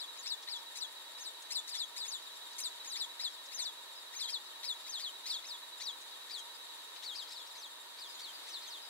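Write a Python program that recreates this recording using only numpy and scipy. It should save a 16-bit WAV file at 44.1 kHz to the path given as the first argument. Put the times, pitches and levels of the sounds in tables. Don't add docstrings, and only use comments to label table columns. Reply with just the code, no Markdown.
import sys
import numpy as np
from scipy import signal
from scipy.fft import rfft, irfft
from scipy.io import wavfile

SR = 44100
rng = np.random.default_rng(int(sys.argv[2]) if len(sys.argv) > 2 else 0)


def persist_wave(psi):
    counts = np.round(np.clip(psi, -1, 1) * 32767).astype(np.int16)
    wavfile.write(sys.argv[1], SR, np.atleast_2d(counts).T)


N = 392049
TIME = np.arange(N) / SR


def amp(db):
    return 10 ** (np.asarray(db) / 20)


def unit_rms(x):
    return x / np.sqrt(np.mean(x ** 2) + 1e-20)


def curve_at(points, hz):
    f, value = np.transpose(points)
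    return np.interp(np.log(hz + 1), np.log(f + 1), value)


def add(mix, s, sound):
    start = round(s * SR)
    sound = sound[..., max(-start, 0):]
    part = mix[..., max(start, 0):][..., :sound.shape[-1]]
    part += sound[..., :part.shape[-1]]


def wander(hz):
    f = np.fft.rfftfreq(N, 1 / SR)
    return unit_rms(irfft(rfft(rng.standard_normal(N)) * np.exp(-(f / hz) ** 2), N))


def pan(db):
    return amp(np.array([[db], [-db]]) / 2)


def delayed(x, ms):
    hz = np.fft.rfftfreq(len(x), 1 / SR)
    return irfft(rfft(x) * np.exp(-2j * np.pi * hz * ms / 1000), len(x))


def rasp(db, octave_db, hiss_db, pitch_factor, motion, length=.037, low_hz=1930, high_hz=2720):
    rough_ratio = 720 / low_hz
    u = np.arange(0, 1, 1 / (length * SR))
    jitter, shake = motion[:, :len(u)]
    climb_hz = low_hz + (high_hz - low_hz) * np.sin(np.pi / 2 * u) ** 2
    hz = pitch_factor * climb_hz * (1 + .028 * jitter) * (1 + .04 * shake[0])
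    phase = 2 * np.pi * np.cumsum(hz) / SR
    roughness = .85 * (np.sin(phase * rough_ratio) / 2 + np.tanh(2 * shake))
    body = (amp(-12) * np.sin(phase) + amp(octave_db) * np.sin(2 * phase)) * (1 + .7 * roughness)
    upper = sum(amp(h) * np.sin(k * phase + k * k) for k, h in enumerate([-7.5, -12.5, -20, -20], 3))
    swell = np.interp(u, [0, .25, .72, 1], [.15, .68, .73, .095])
    hiss = unit_rms(upper * (.5 + roughness) * swell)
    return -length, np.sqrt(2) * amp(db) * body * unit_rms(swell) + amp(hiss_db) * hiss


def whistle(length, top_hz, end_hz, hold, level_db, overtone_db, motion):
    # (pitch [Hz], gain [dB])
    throat = [(3000, -0.5), (3500, -1), (4000, 2.15), (4500, -0.1), (5000, -4.5), (5500, -9), (6000, -7.5),
              (6600, -1.5)]
    # (frequency [Hz], gain [dB])
    beak = [(6200, 2.5), (7200, 0.5), (9000, -1), (10200, -10.5), (12000, -8), (13500, -19), (16000, -23)]
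    flick_s, flick_depth, knee, release_s = .006, .2246, .041, .011
    t = np.arange(-flick_s, length + release_s / 2, 1 / SR)
    u = np.clip(t / length, 0, 1)
    drift, flutter = motion[:, :len(t)]
    sag = np.clip(knee * np.logaddexp(0, (u - hold) / knee) / (1 - hold), 0, 1)
    hz = end_hz + (top_hz - end_hz) * (1 - sag) ** 2.05
    hz *= (1 - flick_depth * (np.minimum(t, 0) / flick_s) ** 2) * (1 + .01014 * drift)
    phase = 2 * np.pi * np.cumsum(hz) / SR
    overtones = sum(amp(overtone_db + db + curve_at(beak, k * hz)) * np.sin(k * phase)
                    for k, db in enumerate([0, -4, -1], 2))
    fades = np.clip((t + flick_s) / flick_s, 0, 1) * np.clip((t[-1] - t) / release_s, 0, 1)
    envelope = np.sqrt(2) * fades * amp(level_db + .2 * u - 4 * u ** 4 + 1.5 * flutter)
    return -flick_s, envelope * amp(curve_at(throat, hz)) * (np.sin(phase) + overtones)


def near_bird(usual_db=-38, usual_end_hz=3347):
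    # (whistle start [s], length [s], top pitch [Hz], end pitch [Hz], hold [share of length],
    # level before the throat [dB], overtones before the beak [relative dB], base rasp hiss [dB])
    calls = [(0.0, 0.052, 5350, 3370, 0.0007, -44, -14.5, -64),
             (0.189, 0.1, 6800, 3410, 0.17, -50.5, -6, -67),
             (0.288, 0.062, 5480, 3480.0, 0.071, -38.5, -15.5, -61),
             (0.508, 0.07, 5310, 3280.0, 0, -41.5, -16.5, -66),
             (0.787, 0.073, 6060.0, 3340, 0.1, -42, -14, -51.5),
             (1.211, 0.09, 6620, 3600.0, 0.17, -46.0, -8, -61),
             (1.538, 0.065, 5550, 3440, 0.038, -37, -9.5, -48),
             (1.71, 0.07, 5050, 3380, 0.071, -44, -12, -51),
             (1.776, 0.072, 5720, 3350, 0.016, -39.0, -13, -50.5),
             (1.994, 0.069, 5080, 3424, 0.01, -42.5, -14, -51),
             (2.083, 0.088, 6680, 3390, 0.18, -41.5, -9, -54),
             (2.375, 0.078, 3800.0, 3370.0, 0.03, -66, -22.0, -75),
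             (2.617, 0.069, 6440.0, 3490, 0.065, -38.5, -6.5, -44.5),
             (2.876, 0.089, 6700, 3445, 0.21, -43, -6.5, -57),
             (2.987, 0.064, 5530, 3370, 0.073, -38.5, -11.5, -56),
             (3.229, 0.058, 5400, 3314, 0.03, -38.5, -14.5, -55),
             (3.548, 0.098, 6610, 3510, 0.1, -40.5, -8, -58.5),
             (3.621, 0.077, 6430, 3380, 0.12, -40.5, -15.0, -54),
             (4.164, 0.086, 6440.0, 3195, 0.22, -41.0, -8.5, -57),
             (4.223, 0.079, 5170, 3190, 0.02, -45.0, -13.0, -60),
             (4.317, 0.061, 5720, 3365, 0.077, -39, -17, -52.5),
             (4.665, 0.07, 5220, 3385, 0.078, -38.5, -13.0, -53.5),
             (4.897, 0.094, 6450.0, 3300.0, 0.11, -41, -11.0, -56.5),
             (5.027, 0.073, 4740, 3080, 0.11, -42, -18, -53),
             (5.292, 0.063, 5250, 3310.0, 0.02, -39.0, -9.5, -50.5),
             (5.324, 0.074, 5700.0, 3350.0, 0.0031, -43.5, -19.0, -57),
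             (5.47, 0.095, 6350, 3390, 0.034, -44.5, -14, -68),
             (5.835, 0.081, 5950.0, 3284, 0.16, -40.5, -14.0, -52.5),
             (6.328, 0.079, 4740, 3195, 0.098, -46, -13.5, -63),
             (7.06, 0.084, 4690.0, 3245, 0.051, -45.0, -19, -58),
             (7.179, 0.063, 4910, 3200, 0.047, -46, -17.0, -62),
             (7.304, 0.058, 5760, 3460.0, 0.019, -55.5, -9, -67),
             (7.338, 0.09, 5400.0, 3290, 0.051, -51, -17, -60),
             (7.489, 0.045, 5840, 3460, 0.0078, -58, -15, -66),
             (7.583, 0.1, 6260, 3190, 0.21, -50, -13.0, -65),
             (8.006, 0.073, 5120, 3246, 0.0, -50.5, -15, -74),
             (8.224, 0.09, 4690, 3090, 0.13, -49, -17, -57.5),
             (8.505, 0.086, 6360, 3440, 0.041, -45.5, -18.0, -59),
             (8.641, 0.059, 4330, 3150, 0.13, -54, -18, -74),
             (8.677, 0.11, 6560, 3184, 0.073, -49.5, -16, -70)]
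    # (time [s], right channel's lag [ms], left over right [dB])
    path = [(0, 0.11, 7), (2, 0.1, 5.5), (4.2, 0.082, 6), (5.4, 0.059, 4), (6.2, 0.031, 8.5),
            (8.6, -0.027, 1.5)]
    times, lags, sides = np.transpose(path)
    out = np.zeros((2, N))
    slow, fast = np.array([wander(170), wander(130)]), np.array([wander(1100), wander(986)])
    for call, detune in zip(calls, rng.standard_normal(len(calls))):
        s, length, top_hz, end_hz, hold, level_db, overtone_db, hiss_db = call
        at = int(s * SR / 2)
        lag_ms, gains = np.interp(s, times, lags), pan(np.interp(s, times, sides))
        rasp_db = -44.5 + .7 * (level_db - usual_db)
        # (top pitch [Hz], gain [dB])
        rasp_octave = [(5700, 0), (6400, -7)]
        pitch_factor = end_hz / usual_end_hz + .0299 * detune
        onset = rasp(rasp_db, curve_at(rasp_octave, top_hz), hiss_db + .7, pitch_factor, fast[:, at:])
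        tone = whistle(length, top_hz, end_hz, hold, level_db, overtone_db, slow[:, at:])
        for offset, sound in (onset, tone):
            add(out, s + offset, gains * np.array([sound, delayed(sound, lag_ms)]))
    return out


def crickets(third_per_s=12.15):
    # (time [s], running count [strokes])
    stroke_counts = [(0, -.42), (1, 9.8), (2, 20.16), (4, 40.74), (5, 51.0), (6, 61.22), (7, 71.63),
                     (8.9, 91.2)]
    # (pitch [Hz], fall [Hz], stroke [share of beat], level [dB], second partial [dB],
    # third partial [dB], left over right [dB], late level change [dB])
    voices = [(3780, 170, .56, -55.5, -4, -7, -1, -2), (3925, 170, .5, -52.8, -21, -22, 0, -9),
              (4540, 110, .5, -65, -22, -28, 2, 0)]
    # (start [s], end [s])
    quieten_s = [6.57, 7.7]
    lead_beat = np.interp(TIME, *np.transpose(stroke_counts))
    beats = lead_beat, lead_beat - .55, (TIME - 6.48) * third_per_s
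    late = np.interp(TIME, quieten_s, [0, 1])
    out = np.zeros((2, N))
    for (hz, fall_hz, share, db, second_db, third_db, side_db, late_db), beat in zip(voices, beats):
        u = np.clip(((beat + .5) % 1 - .5) / share + .5, 0, 1)
        arch = np.sin(np.pi * u)
        phase = 2 * np.pi * np.cumsum(hz - fall_hz * u ** 2 + 10 * wander(38.6)) / SR
        stroke = arch * amp(db + late_db * late + 1.5 * wander(4.5))
        overtones = amp(second_db) * np.sin(2 * phase) + amp(third_db) * np.sin(3 * phase)
        out += np.sqrt(2) * stroke * (pan(side_db) * np.sin(phase) + pan(2.6) * arch * overtones)
    return np.array([out[0], delayed(out[1], .035)])


def marsh_air(swell_db=.61):
    # (frequency [Hz], density [dB per Hz])
    spectrum = [(20, -122), (65, -140), (120, -120), (200, -107), (330, -95.5), (550, -94), (2700, -93),
                (3400, -86.5), (3850, -81.5), (4500, -90), (5200, -96.5), (8200, -97), (12500, -102.5),
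                (15700, -103.5)]
    # (frequency [Hz], correlation [-1 to 1])
    correlation = [(100, -0.11), (600, 0.11), (1500, 0.12), (3500, -0.52), (7000, -0.13), (12000, 0.0091)]
    hz = np.fft.rfftfreq(N, 1 / SR)
    left, other = rfft(rng.standard_normal((2, N)))
    same = curve_at(correlation, hz)
    right = same * left + np.sqrt(1 - same ** 2) * other
    side_db = curve_at([(300, -2.5), (2500, .5), (4500, 2.5), (8000, .5)], hz)
    stereo = np.array([left * amp(side_db / 2), right * amp(-side_db / 2)])
    wash = irfft(stereo * amp(curve_at(spectrum, hz)), N) * np.sqrt(SR / 2)
    return wash * amp(swell_db * wander(1.0))


def camera_motor(whine_hz=11721, low_cut_hz=330):
    # (centre [Hz], width [Hz], peak density [dB per Hz])
    housing = [(420, 150, -99), (630, 325, -92.5), (945.5, 83.5, -79.5), (1101, 88, -86), (1282, 104, -87),
               (1555, 360, -93), (1818, 120, -85.5), (10500, 880, -100)]
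    hz = np.fft.rfftfreq(N, 1 / SR)
    power = sum(amp(db) ** 2 / (1 + ((hz - f) / width) ** 2 * 2) ** 2 for f, width, db in housing)
    power *= 1 - np.exp(-(hz / low_cut_hz) ** 6)
    hum = irfft(rfft(rng.standard_normal(N)) * np.sqrt(power * SR / 2), N)
    whine = np.sqrt(2) * np.sin(2 * np.pi * whine_hz * TIME)
    return amp([[-13], [0]]) * hum + amp([[-83], [-71.5]]) * whine


def reed_echo(send, early_db=10, early_t60=.075, echoes_per_s=3000):
    # (frequency [Hz], t60 [s])
    tail_t60 = [(2000, 0.17), (4000, 0.24), (8000, 0.58), (14000, 0.092)]
    taps = rng.standard_normal((2, SR // 2)) * (rng.random((2, SR // 2)) < echoes_per_s / SR)
    taps[:, :int(.002 * SR)] = 0
    hz, t, bands = signal.stft(taps, SR, nperseg=256)
    decay = amp(-60 * t / curve_at(tail_t60, hz)[:, None]) + amp(early_db - 60 * t / early_t60)
    impulse = signal.istft(bands * decay, SR, nperseg=256)[1]
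    impulse /= np.linalg.norm(impulse, axis=1, keepdims=True)
    return signal.fftconvolve(send, impulse, axes=1)[:, :N]


def stalk_scratches(width_octaves=.48, graininess=.76):
    # (time [s], length [s], centre [Hz], level [dB])
    bursts = [(0.418, 0.028, 4080, -56), (1.416, 0.022, 6500, -57), (2.527, 0.014, 5500, -59),
              (3.454, 0.021, 5300, -56.5), (4.785, 0.043, 3780, -62), (6.0, 0.031, 6800, -60.5),
              (6.374, 0.038, 6660, -57.5), (6.955, 0.022, 3700, -53.5)]
    out, hz = np.zeros(N), np.fft.rfftfreq(4096, 1 / SR) + 1
    for s, length, centre_hz, db in bursts:
        noise, grit = rng.standard_normal((2, 4096))
        band = np.exp(-.5 * (np.log2(hz / centre_hz) / width_octaves) ** 2)
        grains = irfft(rfft(noise * np.exp(graininess * grit)) * band)[:int(length * SR)]
        add(out, s, amp(db) * unit_rms(grains * signal.windows.tukey(len(grains), .7)))
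    return pan(6.5) * out


def far_birds(count=20, level_db=-58.5, rasp_db=-67, hiss_db=-69):
    # (time [s], length [s], pitch [Hz], level before the throat [dB])
    peeps = [(.56, .035, 5500, -54), (3.954, 0.039, 4950, -54), (6.535, .03, 4940, -56),
             (7.152, 0.035, 4800, -45.5), (8.069, 0.044, 4940, -54), (8.145, 0.013, 6920, -55),
             (8.33, 0.038, 4740, -53), (8.817, 0.039, 5000, -53.5)]
    out = np.zeros(N)
    slow, fast = np.array([wander(170), wander(140)]), np.array([wander(1200), wander(980)])
    for when, stretch, lift in rng.random((count, 3)):
        s = TIME[-1] * when ** .6
        at = int(when * N / 2)
        top_hz, end_hz = np.array([5400, 3000]) * (1 + .1 * lift)
        onset = rasp(rasp_db, 0, hiss_db, 1, fast[:, at:])
        tone = whistle(.044 + .03 * stretch, top_hz, end_hz, 0, level_db, -24, slow[:, at:])
        for offset, sound in (onset, tone):
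            add(out, s + offset, sound)
    for s, length, hz, db in peeps:
        _, peep = whistle(length, hz * 1.02, hz * .99, 0, db, -20, slow[:, int(s * SR / 2):])
        add(out, s, peep)
    return pan(8.7) * np.array([out, delayed(out, .11)])


def scene():
    near, far, insects = near_bird() + stalk_scratches(), far_birds(), crickets()
    low_cut = signal.butter(2, 1200, "highpass", fs=SR, output="sos")
    near = signal.sosfilt(low_cut, near)
    send = amp(-11.5) * near + amp(-5.5) * far + amp(-7) * insects
    return near + far + insects + reed_echo(send) + marsh_air() + camera_motor()


def record(dry):
    edge_hz = 15780
    low_pass = signal.firwin(1023, edge_hz, window=("kaiser", 8), fs=SR)
    return signal.oaconvolve(dry, low_pass[None], "same")


dry = scene()
out = record(dry)
persist_wave(out)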